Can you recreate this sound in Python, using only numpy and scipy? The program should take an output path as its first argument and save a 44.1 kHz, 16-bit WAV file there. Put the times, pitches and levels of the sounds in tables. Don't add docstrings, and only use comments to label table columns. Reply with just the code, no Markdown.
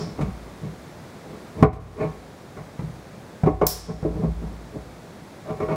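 import sys
import numpy as np
from scipy import signal
from scipy.fft import rfft, irfft
from scipy.io import wavfile
from scipy.ndimage import uniform_filter1d

SR = 44100
rng = np.random.default_rng(int(sys.argv[2]) if len(sys.argv) > 2 else 0)


def int16_out(signal):
    q = np.round(np.clip(np.atleast_2d(signal).T, -1, 1) * 32767)
    wavfile.write(sys.argv[1], SR, q.astype(np.int16))


N = 254000
AGE = np.arange(32768) / SR

# t/s, level/dB, recoil f/Hz
TRIGGER_CLACKS = [(0.177, -39, 390), (0.188, -31.5, 292), (1.626, -8.5, 250), (1.632, -11.5, 310),
                  (2.568, -36, 410), (3.470, -10, 344), (3.6142, -8, 393), (3.632, -13.5, 423),
                  (4.049, -18.5, 382), (4.103, -34, 300), (4.418, -36.5, 244), (4.518, -41, 406),
                  (5.602, -26, 415), (5.685, -24.5, 408)]
# t/s, level/dB
BENCH_THUDS = [(0.211, -24.5), (1.6253, -8), (2.792, -24.5), (3.4349, -11.5), (3.461, -12), (4.028, -21),
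               (4.155, -31), (4.237, -20)]
# peak t/s, length/s, level/dB, weight on the bench/0-1
PLUNGER_SCRAPES = [(0.005, 0.079, -25.5, 0.32), (0.076, 0.059, -28.5, 0.8), (0.212, 0.073, -17.5, 0.82),
                   (0.266, 0.096, -26.5, 0.83), (0.650, 0.067, -28, .85), (1.325, 0.092, -36, 0.3),
                   (1.595, 0.066, -22, 0.74), (2.024, 0.081, -19.5, 0), (2.585, 0.07, -32.5, 0.6),
                   (2.826, .07, -25.5, 1), (3.900, .05, -17.5, 0.49), (4.190, 0.22, -22, 0.43),
                   (4.249, .075, -18, 0.48), (4.449, 0.054, -27.5, .75), (4.510, .08, -37, 0.2),
                   (4.755, 0.055, -27, 0.21), (5.506, 0.082, -25, 0.1), (5.628, 0.074, -23, 0),
                   (5.722, 0.068, -21.5, 0.01)]
# t/s, grip/0-1
HAND_GRIP = [(2.6, 0), (2.8, 0.53), (3.47, 0.46), (3.62, 0.24), (3.9, 0.25), (4.04, 1), (4.3, 0.73),
             (4.45, 0.36), (4.8, 0.73), (5.0, 0)]
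# f/Hz, level/dB, t60/s
FRAME_TONES = [(294, -3.5, 0.049), (330.5, -4, 0.059), (366, -22, 0.077), (425.1, 2, 0.14),
               (450, -3, 0.053), (588, -11.5, 0.038), (626.4, -6, 0.18), (686, -25, 0.32),
               (727, -19.5, 0.41), (765, -18, 0.31), (898, -20.5, 0.29), (1013, -20.5, 0.22),
               (1100, -16.5, 0.32), (1178, -16.5, 0.14), (1282, -28.5, 0.33), (1447, -28.5, 0.15),
               (2178, -23, 0.082), (2222, -26, 0.11)]
# f/Hz, level/dB
CLATTER_COLOUR = [(120, -20), (270, 0), (450, 6), (800, -2.5), (1250, -7.5), (1600, -17.5), (2350, -17.5),
                  (2900, -30), (5500, -39), (10000, -47.5), (16000, -63)]
# f/Hz, level/dB, t60/s
BENCH_TONES = [(112.4, -4, 0.13), (140.2, 1.5, 0.11), (158.8, 4.5, 0.2), (194, -5.5, 0.29),
               (227.7, -5, 0.14)]
# t/s, level/dB, treble/dB per octave
CATCH_SNAPS = [(-0.09, -21, -10), (3.667, -11.5, 5.5)]
# f/Hz, level/dB
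BRIGHT_NOISE_FILTER = [(1500, -10), (2900, -14), (3900, -7), (4800, 0), (5400, 8), (6200, -3.5), (7700, -5),
                       (9200, -8.5), (10700, -2.5), (11700, -20), (12700, 2), (14200, -2), (15600, -1.5)]
# f/Hz, level/dB, t60/s
CATCH_TONES = [(5350, -8, 0.29), (7500, -13, .25), (10700, -3, .2), (12760, -5, 0.22), (13800, -6, .22),
               (13800, -6, .18)]
# f/Hz, level/dB, t60/s
BOOM_TONES = [(44.4, -40, 0.24), (55.5, 0, 1), (67.2, 8.5, 0.33), (90.9, -5, 1), (122.4, -7.5, 0.96),
              (166.4, -4.5, 0.95)]
# f/Hz, t60/s
ECHO_TIMES = [(200, 0.29), (1000, 0.65), (3000, 0.65), (5400, 0.47), (8000, 0.42), (14000, 0.2)]
# f/Hz, level/dB
HISS_COLOUR = [(20, -18.5), (53, -7.5), (100, 0.5), (165, 2.5), (260, -1.5), (620, -5.5), (1100, -12),
               (2200, -18), (2900, -24.5), (3600, -22.5), (7000, -28), (11000, -33.5), (13600, -38),
               (16000, -36)]
# t/s, level/dB
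TREBLE_DIP = [(1.635, -6), (1.70, -9), (1.726, -8), (1.731, 5.5), (1.80, -7)]

RISE_SHARE = 0.42
GRIP_TILT, GRIP_BOOM_DB = -8, 13


def gun(echo_db=-15, boom_build_s=0.031):
    boom = ringing(BOOM_TONES) * (1 - np.exp(-(AGE / boom_build_s) ** 2))
    bodies = ringing(FRAME_TONES), ringing(BENCH_TONES), boom
    out = np.zeros(N)
    for s, db, recoil_hz in TRIGGER_CLACKS:
        add(out, s, gain_of(db) * clack(bodies, at_time(HAND_GRIP, s), recoil_hz))
    for s, db in BENCH_THUDS:
        add(out, s, gain_of(db) * thud(bodies, at_time(HAND_GRIP, s), db))
    for s, length, db, weight in PLUNGER_SCRAPES:
        start = s - 2 * RISE_SHARE * length
        add(out, start, gain_of(db) * scrape(bodies, at_time(HAND_GRIP, s), length, weight))
    return out + gain_of(echo_db) * signal.fftconvolve(out, room_echo())[:N]


def clack(bodies, grip, recoil_hz):
    ring = shake(knock(), bodies, frame_db=0, tilt=0.5 + GRIP_TILT * grip,
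                 bench_db=-8, boom_db=-19 + GRIP_BOOM_DB * grip, clatter_db=-5)
    return recoil(recoil_hz) + ring


def thud(bodies, grip, db):
    tilt = 1.0 - 0.2 * db + GRIP_TILT * grip
    ring = shake(knock(), bodies, frame_db=-11, tilt=tilt, bench_db=-7, boom_db=-9, clatter_db=6.5)
    return recoil(hz=152) + ring


def scrape(bodies, grip, length, weight):
    rise, fall = RISE_SHARE * length, (1 - RISE_SHARE) * length
    from_peak = AGE - 2 * rise
    swell = np.exp(-2 * (from_peak / rise) ** 2 / (1 + abs(from_peak / rise)))
    fade = np.exp(-2 * abs(from_peak) / fall)
    force = slips(per_s=2000, spread_db=5) * np.where(from_peak < 0, swell, fade)
    bench_db = -3 * (1 - weight)
    return shake(force, bodies, frame_db=-15 * weight, tilt=1.3 + GRIP_TILT * grip,
                 bench_db=bench_db, boom_db=bench_db - 15 + GRIP_BOOM_DB * grip, clatter_db=-3)


def recoil(hz, peak_s=0.003):
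    return set_peak(AGE * np.exp(-AGE / peak_s) * np.sin(2 * np.pi * hz * AGE), db=0)


def knock(rattle=0.69, rattle_s=0.019):
    force = slips(per_s=1500, spread_db=1) * np.exp(-AGE / rattle_s)
    force *= rattle / (np.linalg.norm(force) + 1e-9)
    force[0] += 1
    return force


def slips(per_s, spread_db):
    chance, size, sign = rng.uniform(-1, 1, (3, len(AGE)))
    return gain_of(spread_db * size) * np.sign(sign) * (abs(chance) < per_s / SR)


def shake(force, bodies, frame_db, tilt, bench_db, boom_db, clatter_db, size=12000):
    frame, bench, boom = bodies
    frame = frame[:size].copy()
    add(frame, 0, gain_of(clatter_db) * clatter())
    frame = coloured(frame, lambda hz: tilt * np.log2(np.clip(hz, 300, 6000) / 500))
    out = np.zeros(len(AGE))
    for body, db in ((frame, frame_db), (bench[:size], bench_db), (boom, boom_db)):
        add(out, 0, set_peak(signal.fftconvolve(force[:size], body), db))
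    return out


def clatter(t60=0.11):
    t = AGE[AGE < t60]
    noise = rng.standard_normal(len(AGE))[:len(t)] * decay(t, t60)
    return unit_energy(coloured(noise, lambda hz: at_pitch(CLATTER_COLOUR, hz)))


def catch(skid_s=0.0058, echo_db=-1, ring_db=-17):
    out = np.zeros(N)
    for s, db, tilt in CATCH_SNAPS:
        skid = rng.standard_normal(len(AGE)) * np.exp(-(AGE / skid_s) ** 2)
        snap = set_peak(coloured(skid, lambda hz: at_pitch(BRIGHT_NOISE_FILTER, hz)), db)
        echo = unit_energy(coloured(room_echo(), lambda hz: at_pitch(BRIGHT_NOISE_FILTER, hz)))
        tail = gain_of(echo_db) * echo + gain_of(ring_db) * ringing(CATCH_TONES)
        sound = snap + np.linalg.norm(snap) * tail
        add(out, s, coloured(sound, lambda hz: tilt * np.log2(np.maximum(hz / 5400, 1))))
    return out


def ringing(tones):
    return unit_energy(sum((-1) ** k * gain_of(db) * decay(AGE, t60) * np.sin(2 * np.pi * hz * AGE)
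                           for k, (hz, db, t60) in enumerate(tones)))


def room_echo(build_s=0.014, size=256):
    hz, t, bands = signal.stft(rng.standard_normal(len(AGE)), SR, nperseg=size)
    bands *= decay(t, at_pitch(ECHO_TIMES, hz)[:, None])
    tail = signal.istft(bands, SR, nperseg=size)[1][:len(AGE)]
    return unit_energy(tail * (1 - np.exp(-AGE / build_s)))


def hiss(db=-41.5):
    colour = gain_of(at_pitch(HISS_COLOUR, np.fft.rfftfreq(N, 1 / SR)))
    noise = irfft(rfft(rng.standard_normal(N)) * colour, N)
    return gain_of(db) * noise / noise.std()


def gain_of(db):
    return 10 ** (np.asarray(db) / 20)


def decay(t, t60):
    return np.exp(-np.log(1000) * t / t60)


def unit_energy(x):
    return x / np.linalg.norm(x)


def set_peak(x, db, size=300):
    peak_power = uniform_filter1d(x ** 2, size, mode="constant").max()
    return x * gain_of(db) / np.sqrt(peak_power + 1e-20)


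def at_time(table, s):
    return np.interp(s, *np.transpose(table), left=0, right=0)


def at_pitch(table, hz):
    f, value = np.transpose(table)
    return np.interp(np.log(hz + 1), np.log(f + 1), value)


def add(mix, s, sound):
    start = round(s * SR)
    sound = sound[max(-start, 0):]
    part = mix[max(start, 0):][:len(sound)]
    part += sound[:len(part)]


def coloured(x, db_at, size=4096):
    hz = abs(np.fft.fftfreq(size, 1 / SR))
    log_gain = np.log(gain_of(db_at(hz)))
    response = np.exp(np.conj(signal.hilbert(log_gain)))
    taps = np.fft.ifft(response).real[:size // 2]
    return signal.fftconvolve(x, taps)[:len(x)]


def hold_peaks(over_db, fall_db_per_s):
    fall = np.arange(N) / SR * fall_db_per_s
    return np.maximum.accumulate(np.maximum(over_db, 0) + fall) - fall


def gain_control(x, threshold_db=-19, attack_s=0.054, size=300):
    over_db = 10 * np.log10(abs(uniform_filter1d(x ** 2, size)) + 1e-12) - threshold_db
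    quick_cut_db = 0.61 * hold_peaks(over_db, fall_db_per_s=46)
    slow_cut_db = 0.12 * hold_peaks(over_db, fall_db_per_s=4.5)
    keep = np.exp(-1 / (attack_s * SR))
    smooth_cut_db = signal.lfilter([1 - keep], [1, -keep], quick_cut_db + slow_cut_db)
    return x / gain_of(smooth_cut_db)


def scene():
    return (gun() + catch() + hiss())[None]


def record(dry, low_cut_hz=33, treble_hz=2600, high_cut_hz=15800):
    x = signal.sosfilt(signal.butter(3, low_cut_hz, "high", fs=SR, output="sos"), dry[0])
    x = gain_control(x)
    treble = signal.sosfiltfilt(signal.butter(2, treble_hz, "high", fs=SR, output="sos"), x)
    treble_gain = gain_of(at_time(TREBLE_DIP, np.arange(N) / SR))
    x = np.clip(x + treble * (treble_gain - 1), -1, 1)
    high_cut = signal.firwin(511, high_cut_hz, window=("kaiser", 9), fs=SR)
    return signal.oaconvolve(x, high_cut, "same")[None]


dry = scene()
out = record(dry)
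int16_out(out)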